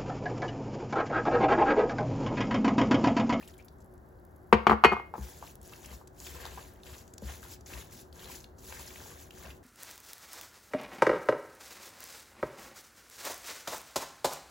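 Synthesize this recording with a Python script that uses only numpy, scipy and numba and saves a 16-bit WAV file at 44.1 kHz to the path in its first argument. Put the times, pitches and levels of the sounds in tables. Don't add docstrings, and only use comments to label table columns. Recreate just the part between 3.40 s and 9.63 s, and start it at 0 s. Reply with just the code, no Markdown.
import sys
import numpy as np
from scipy import signal
from scipy.fft import rfft, irfft, next_fast_len
from scipy.io import wavfile
from scipy.ndimage import uniform_filter1d, minimum_filter1d
from numba import njit

SR = 44100
rng = np.random.default_rng(int(sys.argv[2]) if len(sys.argv) > 2 else 0)


def dump(signal):
    limited = np.clip(np.atleast_2d(signal).T, -1, 1)
    pcm = np.round(limited * 32767).astype(np.int16)
    wavfile.write(sys.argv[1], SR, pcm)


N = 274743
TIME = np.arange(N) / SR
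AGE = TIME[:SR // 2]

# (frequency [Hz], level per Hz [dB])
AIR_COLOUR = [(22, -21.5), (45, -4), (72, 2.5), (110, -5.5), (200, -9), (290, -10), (450, -13.5),
              (720, -16), (1200, -24.5), (1600, -25.5), (2100, -36.5), (2700, -63), (7500, -62.5),
              (16000, -41.5)]
AIR_DB = -54
# (frequency [Hz], side level [dB])
WIDTH = [(60, -17.5), (250, -7.5), (600, -2), (1400, 1.5), (4000, -3.5), (9000, -16)]
# (frequency [Hz], turn [turns])
CHANNEL_TURN = [(7600, 0), (8400, .5), (9650, .5), (10300, 1), (12000, 1), (12600, 1.5), (13700, 1.5),
                (14300, 2)]
TOP_HZ = 15900

# (time [s], clack [dB], thump [dB], crack [dB])
JUG_KNOCKS = [(1.1267, 0.5, -1, -21), (1.2679, -3, -7.5, -25), (1.2960, -7, -11.5, -31.5),
              (1.3100, -8, -11.5, -42.5), (1.3177, -8, -19.5, -44), (1.3244, -20, -18, -42),
              (1.3287, -14, -20, -48.5), (1.3324, -18.5, -21, -50), (1.4380, -3.5, -21, -21.5),
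              (1.4462, 1, -5, -20), (1.4515, -7.5, -11, -27), (1.5174, -18.5, -19, -49),
              (1.5221, -12.5, -20.5, -49), (1.527, -19, -26, -43), (1.5328, -14.5, -24, -49),
              (1.5662, -21, -36, -64), (1.5977, -27, -38, -58)]
# (time [s], level [dB], share of the free ring time [0-1])
JUG_RINGS = [(1.127, -28, 0.3), (1.296, -38.5, 0.6), (1.448, -18.5, 0.96), (1.739, -66, 0.6)]
# (frequency [Hz], level [dB], t60 [s])
GLASS_MODES = [(1904, -5, .14), (2141, -1, .35), (2488, -2.5, .27), (2925, -12, .1), (3070, -10, .07),
               (3521, -23, .11), (4380, -23, .14), (4420, -18, .23), (4520, -23, .17), (5500, -27, .1),
               (10080, -22, .06)]
# (frequency [Hz], level [dB], t60 [s])
COUNTER_MODES = [(69, -9, .22), (96, -8, .14), (153, -10, .12), (218, -.5, .13), (238, -9, .07),
                 (354, -6.5, .1), (455, -2, .11), (497, -5, .08), (711, -4, .11), (765, -8, .07),
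                 (851, -3, .11), (960, -2, .1), (1032, -5, .07), (1066, -4, .11), (1172, -4, .06),
                 (1212, -3, .11), (1255, -5, .06), (1311, -8, .1), (1387, -11, .1), (1527, -19, .1),
                 (1603, -19, .13)]
# (frequency [Hz], level [dB])
CLACK_COLOUR = [(200, -41), (560, -27), (700, -4), (950, -5), (1200, 1), (1430, -11.5), (1750, -18),
                (4000, -44), (12000, -72.5)]
# (frequency [Hz], level [dB])
THUMP_COLOUR = [(40, -41), (220, -12), (280, -11.5), (350, 2), (490, -2.5), (580, -22.5), (1500, -48),
                (6000, -81)]
# (frequency [Hz], level [dB])
CRACK_COLOUR = [(300, -13.5), (1200, 6), (1600, 10.5), (1730, -0.5), (1880, 12.5), (2010, 1), (2160, 14),
                (2380, 3.5), (3080, 2), (3420, -7), (4400, -8.5), (5000, -13.5), (7000, -20.5),
                (11000, -26.5), (16000, -33)]
# (frequency [Hz], level [dB])
RATTLE_COLOUR = [(30, -49), (215, -1.5), (275, -9), (350, -0.5), (470, 6.5), (570, -7.5), (720, -2.5),
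                 (1200, -3), (1720, -14.5), (1900, -12), (2500, -17), (4000, -39.5)]

# (time [s], clack [dB])
BOWL_TAPS = [(1.739, -21.5), (1.754, -27), (1.780, -31), (2.026, -28), (2.039, -36.5), (2.527, -36.5),
             (2.613, -39), (3.054, -29), (3.066, -34), (3.175, -31.5), (3.180, -30), (3.194, -38),
             (3.822, -46.5), (5.324, -34.5), (5.659, -41.5)]
# (frequency [Hz], level [dB])
TAP_COLOUR = [(200, -35), (550, 18), (820, -15), (1250, -2), (1600, 0), (3000, -13), (8000, -23)]
LIGHT_TAPS_PER_S, LIGHT_TAP_DB = 7, -49
# (time [s], knock [dB], boom [dB], knock pitch [Hz])
THUDS = [(1.781, -38, -31.5, 325), (2.503, -51.5, -42, 583), (2.975, -62, -44, 299.8),
         (3.821, -40.5, -34.5, 520), (4.325, -49.5, -40, 299.6)]
# (frequency [Hz], level [dB])
DRAG_COLOUR = [(25, -17), (50, -11), (68, 14), (100, -11), (150, -3.5), (220, -13.5), (300, -29),
               (450, -16), (800, -22.5), (2000, -42)]
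DRAG_DB = -1

# (time [s], level [dB], starting pitch [Hz])
DRIPS = [(0.011, -44, 1780), (0.027, -46, 2400), (0.03, -47, 2630), (0.089, -48, 1850),
         (0.189, -47.5, 2210), (0.199, -46.5, 2340)]
# (frequency [Hz], level [dB])
POUR_COLOUR = [(800, -18), (1900, 2), (2700, 1), (4000, 3.5), (7500, -2), (11000, 4.5), (16000, 0)]
POUR_END_S, POUR_RELEASE_S, POUR_DB = 0.14, 0.029, -65.5
GULP_HZ, GULP_DB, SEEP_DB = 31.6, 3, -88
POPS_PER_S, POP_DB, POP_SCATTER_DB, POP_HZ = 80, -80.5, 3.5, 11500

# (start [s], length [s], release [s], crackle [dB], swell over the stroke [dB],
# place of the hardest press [0-1], squelch [dB])
STROKES = [(1.771, 0.34, .025, -56.5, -4, 0.18, -58.5), (2.229, 0.32, 0.038, -58.5, 5, 0.96, -56),
           (2.737, .05, 0.019, -68, 6, 0.54, -68), (2.797, 0.42, 0.097, -53, -6, 0.56, -50.5),
           (3.438, 0.14, 0.066, -57, 0, 0.19, -55.5), (3.826, .12, 0.066, -51, 0, 0.51, -50.5),
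           (4.019, .12, 0.018, -54, 3, 0.15, -59), (4.275, .14, 0.049, -51.5, -2.5, 0.43, -50),
           (4.494, .11, 0.03, -57, 3.5, 0, -61), (4.741, 0.21, 0.043, -54, 9, 0.67, -53.5),
           (5.186, 0.065, 0.022, -57.5, 9.5, 0.96, -65.5), (5.255, 0.57, 0.043, -53.5, -5.5, 0.08, -55),
           (5.922, 0.19, .03, -57, 0.5, 0.91, -52)]
ATTACK_S, SINK_S, WITHDRAW_S, PRESS_START_DB, PRESS_END_DB = .02, .022, .12, -12, -7
SETTLE_DB, SETTLE_S = -70, 0.081
CLUMP_DB, CLUMP_HZ = 1.7, 16
# (time [s], level [dB], pitch [Hz], length [s])
SMACKS = [(0.025, -52.5, 830, 0.004), (0.076, -55.5, 2900, 0.014), (0.077, -50, 8750, 0.015),
          (0.097, -57.5, 5160, 0.021), (0.14, -63, 3650, 0.0032), (0.155, -74, 11000, 0.0051),
          (0.18, -57.5, 7630, 0.009), (0.225, -67, 5500, 0.0035), (0.247, -56, 13500, 0.017),
          (0.283, -57, 4570, 0.004), (0.384, -72, 7000, .006), (0.404, -63.5, 7600, 0.0088),
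          (0.419, -68.5, 6100, .008), (0.444, -66, 11600, 0.0036), (0.46, -69, 10500, .003),
          (0.539, -66, 11200, 0.0046), (0.579, -69, 7600, 0.0023), (0.789, -79, 4070, .004),
          (0.851, -63.5, 11500, .002), (0.961, -64.5, 10900, 0.0059), (2.066, -56, 4170, 0.0055),
          (2.075, -56, 2340, .004), (2.155, -52, 10700, 0.0017), (2.215, -56, 7950, .003),
          (2.229, -56.5, 11450, .005), (2.276, -54, 10500, 0.0045), (2.295, -57, 5440, 0.0034),
          (2.322, -49, 1155, 0.0098), (2.334, -48.5, 2430, 0.0037), (2.445, -51.5, 2370, .01),
          (2.459, -48, 6960, 0.006), (2.674, -54, 7050, 0.0056), (2.802, -48, 6900, 0.0018),
          (2.855, -47, 6240, 0.027), (3.0534, -44.5, 3872, 0.0028), (3.063, -48, 4500, 0.0037),
          (3.11, -58, 3798, 0.0028), (3.226, -58, 3404, .003), (3.337, -61, 12000, 0.0019),
          (3.434, -53, 4000, 0.0018), (3.466, -51, 3100, 0.013), (3.539, -53, 3518, 0.015),
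          (3.582, -51.5, 6000, .012), (3.678, -58, 7100, 0.0038), (3.737, -50, 7520, 0.004),
          (3.7803, -47, 6230, 0.0046), (4.029, -49, 1499, 0.0039), (4.137, -53, 5155, 0.0046),
          (4.209, -57.5, 6490, 0.0036), (4.261, -47, 6290, 0.035), (4.334, -44, 2903, 0.014),
          (4.376, -50, 1847, 0.013), (4.421, -55.5, 3242, .005), (4.576, -56, 5580, .012),
          (4.7273, -56.5, 4015, 0.003), (4.794, -53, 3494, .012), (4.844, -51, 4206, .005),
          (4.917, -50, 2388, 0.013), (4.954, -45, 5835, 0.012), (5.004, -52, 5960, 0.0077),
          (5.0418, -50.5, 3474, 0.0039), (5.184, -56, 6316, 0.016), (5.324, -46, 2052, 0.003),
          (5.365, -54, 2005, 0.032), (5.476, -48, 4720, .014), (5.907, -49.5, 2976, .005),
          (6.103, -49, 2574, 0.013)]
SOFT_TEAR_S = 0.037
SNAPS_PER_S, SNAP_TO_TEAR_DB, SNAP_SCATTER_DB = 16, -10.5, 8.5
SNAP_LOW_HZ, SNAP_HIGH_HZ = 1730, 10600
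# (frequency [Hz], level [dB])
CRACKLE_COLOUR = [(2000, -18), (3500, -3.5), (5000, -2.5), (6900, 3), (8500, -2), (11000, -1),
                  (16000, -1.5)]
# (frequency [Hz], level [dB])
SQUISH_COLOUR = [(600, -27.5), (1500, -2.5), (2500, 2.5), (4200, -0.5), (5500, -2.5), (8000, -24)]
# (frequency [Hz], level [dB])
SQUELCH_COLOUR = [(250, -14), (500, 3), (750, -2), (1000, 2), (1300, -4), (1620, 1), (2000, -2), (3200, -7),
                  (6000, -14)]


def amp(db):
    return 10 ** (np.asarray(db) / 20)


def unit(x):
    return x / np.sqrt(np.mean(x ** 2))


def fade(t60):
    return np.exp(-np.log(1000) * AGE / t60)


def add(out, s, sound):
    i = max(int(s * SR), 0)
    out[..., i:i + sound.shape[-1]] += sound[..., :N - i]


def balance(left_db):
    return amp(np.array([[left_db], [-left_db]]) / 2)


def colour(x, points):
    size = 2 * next_fast_len(x.shape[-1])
    hz, db = np.transpose(points)
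    freq = np.maximum(np.arange(size // 2 + 1) * SR / size, 1)
    gain = amp(np.interp(np.log(freq), np.log(hz), db))
    cepstrum = irfft(np.log(gain))
    cepstrum[1:size // 2] *= 2
    cepstrum[size // 2 + 1:] = 0
    return irfft(rfft(x, size) * np.exp(rfft(cepstrum)))[..., :x.shape[-1]]


def wander(hz):
    return unit(colour(rng.standard_normal(N), [(hz, 0), (4 * hz, -50)]))


def chance_times(per_s):
    return TIME[rng.random(N) < per_s / SR]


def diffuse(size, side_db=0):
    mid, side = rng.standard_normal((2, size))
    side = amp(side_db) * colour(side, WIDTH)
    return unit(np.array([mid + side, mid - side]))


def ring(hz, t60, lead=0, phase=0):
    offset = phase + lead * np.array([[.5], [-.5]])
    return np.sin(2 * np.pi * hz * AGE + offset) * fade(t60)


def clack(hz, t60, lead):
    burst = ring(hz * (1 + 0.032 * rng.standard_normal()), t60, lead) * AGE
    return burst / np.abs(burst).max()


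def scatter(spectrum, t60, side_db=-4):
    return unit(colour(diffuse(len(AGE), side_db), spectrum)) * fade(t60)


def pulse(spectrum, late_s, lag_s):
    push = np.sinc((AGE - late_s - lag_s * np.array([[0], [1]])) * SR)
    wave = colour(push, spectrum)
    return wave / np.abs(wave).max()


@njit
def bubbles(start, hz, cycles, size, lead, glide, count):
    out = np.zeros((2, count))
    for k in range(len(start)):
        length = int(cycles[k] * SR / hz[k]) + 2
        gain, phase = size[k] / np.sqrt(length), 0.
        for i in range(min(length, count - start[k])):
            phase += 2 * np.pi * hz[k] / SR * (1 + glide * i / length)
            out[0, start[k] + i] += gain * np.sin(phase + lead[k] / 2)
            out[1, start[k] + i] += gain * np.sin(phase - lead[k] / 2)
            gain *= 1 - 5 / (length + 5)
    return out


def kitchen(hum_hz=368, hum_width_hz=7, hum_db=-63):
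    waver = colour(rng.standard_normal((2, N)), [(hum_width_hz, 0), (8 * hum_width_hz, -50)])
    turn = 2 * np.pi * hum_hz * TIME
    hum = unit(waver[0] * np.cos(turn) + waver[1] * np.sin(turn))
    air = unit(colour(diffuse(N), AIR_COLOUR))
    return amp(AIR_DB) * air + amp(hum_db + np.array([[-3], [2]])) * hum


def room(x, t60, wet_db, build=0.0013):
    tail = colour(diffuse(len(AGE)), [(100, -5.0), (1500, -4.0), (5000, -3.0), (15000, -14.5)])
    tail *= fade(t60) * (1 - np.exp(-(AGE / build) ** 2))
    tail /= np.sqrt(np.sum(tail ** 2) / 2)
    return x + amp(wet_db) * signal.fftconvolve(x, tail, axes=1)[:, :N]


def counter(low_db, high_db, swell_cycles=0.9, lead=0.8):
    spot = rng.uniform(-np.pi, np.pi, len(COUNTER_MODES))
    out = 0
    for k, (hz, db, t60) in enumerate(COUNTER_MODES):
        drive_db = low_db if hz < 600 else high_db
        side = lead * (-1) ** k * hz / 1000
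        mode = ring(hz, t60, side, spot[k] * min(hz / 400, 1))
        swell = 1 - np.exp(-(AGE * hz / swell_cycles) ** 2)
        out = out + amp(db + drive_db) * mode * swell
    return out


def jug(left_db=1.5):
    out = np.zeros((2, N))
    sharp = pulse(CLACK_COLOUR, late_s=.0002, lag_s=.00011)
    heavy = pulse(THUMP_COLOUR, late_s=.0012, lag_s=.00016)
    for s, clack_db, thump_db, crack_db in JUG_KNOCKS:
        knock = amp(clack_db - 0.5) * sharp + amp(thump_db - 7.5) * heavy
        knock += counter(thump_db - 13.5, clack_db - 20)
        knock += amp(clack_db - 14) * scatter(RATTLE_COLOUR, t60=0.044)
        knock += amp(crack_db + 6) * scatter(CRACK_COLOUR, t60=0.065)
        add(out, s, knock)
    for s, ring_db, free in JUG_RINGS:
        glass = sum(amp(db) * ring(hz, t60 * free, lead=.6) for hz, db, t60 in GLASS_MODES)
        add(out, s, amp(ring_db) * glass)
    return out * balance(left_db)


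def thud(knock_db, boom_db, hz):
    dull = [(40, 0), (130, 3), (300, 4), (560, 2), (1200, -25)]
    knock = clack(hz, t60=0.017, lead=.2)
    knock = knock + amp(-3) * clack(hz=197, t60=0.074, lead=.1) + amp(-7) * scatter(dull, t60=0.085)
    boom = amp(16.5) * ring(hz=64.7, t60=0.15) * (1 - np.exp(-(AGE / 0.04) ** 4))
    boom = boom + amp(-16) * clack(hz=128, t60=0.13, lead=.1)
    return amp(knock_db) * knock + amp(boom_db) * boom


def bowl(press):
    out = amp(DRAG_DB) * press * unit(colour(diffuse(N), DRAG_COLOUR))
    for s, knock_db, boom_db, hz in THUDS:
        add(out, s, thud(knock_db, boom_db, hz))
    light = [(s, LIGHT_TAP_DB) for s in chance_times(LIGHT_TAPS_PER_S * press / press.max())]
    for s, db in list(BOWL_TAPS) + light:
        add(out, s, amp(db - 4.5) * clack(hz=910, t60=0.0056, lead=-0.56))
        add(out, s, counter(db - 33, db - 21) + amp(db - 23) * scatter(TAP_COLOUR, t60=0.08))
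    return out


def milk():
    running = np.exp(-np.maximum(TIME - POUR_END_S, 0) / POUR_RELEASE_S)
    return running * amp(POUR_DB + GULP_DB * wander(GULP_HZ)) + amp(SEEP_DB)


def smack(hz, length, spread=.2, cycles=15, snap_db=-2, count=9):
    size = SR // 12
    when, place = rng.random((2, count))
    when *= np.arange(count) > 0
    pitch = np.minimum(hz * np.exp(spread * when ** .3 * rng.standard_normal(count)), TOP_HZ)
    sizes = amp(-9 * when) * rng.choice([-1, 1], count)
    start = (when * length * SR).astype(np.int64)
    lead = 1.8 * (place - .4)
    cluster = bubbles(start, pitch, np.full(count, 1. * cycles), sizes, lead, .2, size)
    snap_colour = [(hz / 6, -24), (hz / 2.5, -13), (hz * .8, -2), (hz, 0), (hz * 3, -7)]
    snap = colour(diffuse(size), snap_colour) * fade(.01 + 2 * length)[:size]
    snap *= 1 - np.exp(-AGE[:size] / (length ** 2 / SOFT_TEAR_S))
    return unit(unit(cluster) + amp(snap_db) * unit(snap)) * np.sqrt(.01 * SR / size)


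def drips(chirp_per_s=3, t60=0.023, splash_db=-14):
    out = np.zeros((2, N))
    for s, db, hz in DRIPS:
        tone = np.sin(2 * np.pi * hz * AGE * (1 + chirp_per_s * AGE))
        blip = tone * fade(t60) * (1 - np.exp(-AGE * hz / 2))
        add(out, s, amp(db) * blip)
        add(out, s, amp(db + splash_db) * smack(hz, length=.02))
    return out


def snaps(tear):
    out = np.zeros((2, N))
    popping = chance_times(POPS_PER_S * (TIME < STROKES[0][0]))
    snapping = chance_times(SNAPS_PER_S)
    for s in popping:
        db = POP_DB + POP_SCATTER_DB * rng.standard_normal()
        add(out, s, amp(db) * smack(POP_HZ, length=0.003))
    for s in snapping:
        hz = SNAP_LOW_HZ * (SNAP_HIGH_HZ / SNAP_LOW_HZ) ** rng.random()
        db = SNAP_TO_TEAR_DB + SNAP_SCATTER_DB * rng.standard_normal()
        add(out, s, tear[int(s * SR)] * amp(db) * smack(hz, length=.008))
    return out


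def spatula():
    tear, deep, press = np.zeros((3, N))
    for s, length, release, crackle_db, swell_db, hardest, squelch_db in STROKES:
        along = (TIME - s) / length
        since_lift = np.maximum(TIME - s - length, 0)
        entry = (1 + np.tanh((TIME - s) / ATTACK_S)) / 2
        contact = entry * np.exp(-since_lift / release)
        sinking = (1 + np.tanh((TIME - s - SINK_S) / (2 * SINK_S))) / 2
        depth = sinking * np.exp(-since_lift / WITHDRAW_S)
        tearing = contact * amp(crackle_db + swell_db * (np.clip(along, 0, 1) - .5))
        settling = entry * amp(SETTLE_DB) * np.exp(-since_lift / SETTLE_S)
        tear += tearing ** 2 + settling ** 2
        deep += (tearing * depth) ** 2
        peak = np.clip(hardest, 0, 1)
        pressure_db = np.interp(along, [0, peak, 1], [PRESS_START_DB, 0, PRESS_END_DB])
        press += (contact * amp(squelch_db + pressure_db)) ** 2
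    return np.sqrt(tear), np.sqrt(deep), np.sqrt(press)


def wet_grains(level, spectrum, rate, scatter_db, cycles, top_hz, spread, patchy_db=0.0, clump=0.026):
    busy = np.clip(level / level.max(), .3, 1)
    start = np.flatnonzero(rng.random(N) < busy * rate / SR)
    pitch, life, chance, place = rng.random((len(start), 4)).T
    hz = top_hz * (.04 + .96 * pitch)
    size = amp(scatter_db * -np.log(.01 + .99 * chance)) * rng.choice([-1, 1], len(start))
    favourite = rng.random(N)[(start / SR / clump).astype(int)]
    patchy = amp(patchy_db * np.cos(2 * np.pi * (2 * np.log(hz) + favourite)))
    size = unit(size * patchy)
    lead = (2 * place - 1) * spread
    grains = bubbles(start, hz, cycles * (0.64 + 2 * life), size, lead, 0.22, N)
    cloud = colour(grains, spectrum)
    return unit(cloud / np.sqrt(busy)) * level


def mixture(flow, tear, deep, press):
    out = wet_grains(flow, POUR_COLOUR, rate=3500, scatter_db=3, cycles=12, top_hz=16000, spread=.9)
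    crackle = wet_grains(tear, CRACKLE_COLOUR, rate=16000, scatter_db=1.9, cycles=15,
                         top_hz=16000, spread=1.1, patchy_db=3)
    squish = wet_grains(deep, SQUISH_COLOUR, rate=2400, scatter_db=2.5, cycles=14,
                        top_hz=6500, spread=1.3, patchy_db=4.5)
    squelch = wet_grains(press, SQUELCH_COLOUR, rate=3500, scatter_db=2.1, cycles=9,
                         top_hz=4500, spread=1.7, patchy_db=3)
    out += drips()
    out += amp(CLUMP_DB * wander(CLUMP_HZ)) * (crackle + amp(-10) * squish)
    out += amp(0.85 + CLUMP_DB * wander(CLUMP_HZ)) * squelch
    for s, db, hz, length in SMACKS:
        add(out, s, amp(db - 2) * smack(hz, length))
    return out


def scene(bowl_left_db=1.44):
    air = kitchen()
    clatter = room(jug(), t60=.35, wet_db=-16)
    flow = milk()
    tear, deep, press = spatula()
    stirring = mixture(flow, tear, deep, press) + bowl(press) + snaps(tear)
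    stirring = room(stirring, t60=.3, wet_db=-14)
    return air + clatter + stirring * balance(bowl_left_db)


def turn_channels(x):
    size = next_fast_len(N + SR // 10)
    turns = np.interp(np.arange(size // 2 + 1) * SR / size, *np.transpose(CHANNEL_TURN))
    shift = np.exp(1j * np.pi * turns * np.array([[-1], [1]]))
    return irfft(rfft(x, size) * shift, size)[:, :N]


def record(dry):
    left = colour(dry[0], [(60, 2.2), (400, 1.1), (1300, 0.17), (4500, 0.38), (6500, 0.21), (8500, 0.29)])
    right = colour(dry[1], [(60, 0.032), (400, -1.1), (1300, -0.88), (4500, 0.32), (8000, 0.73)])
    bass_cut = signal.butter(2, 32, "high", fs=SR, output="sos")
    heard = signal.sosfilt(bass_cut, turn_channels(np.array([left, right])))
    headroom = .93 / np.maximum(np.abs(heard).max(axis=0), .93)
    gain = uniform_filter1d(minimum_filter1d(headroom, size=131), size=131)
    top_cut = signal.ellip(10, .2, 70, TOP_HZ, fs=SR, output="sos")
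    return signal.sosfilt(top_cut, heard * gain)


dry = scene()
out = record(dry)
dump(out)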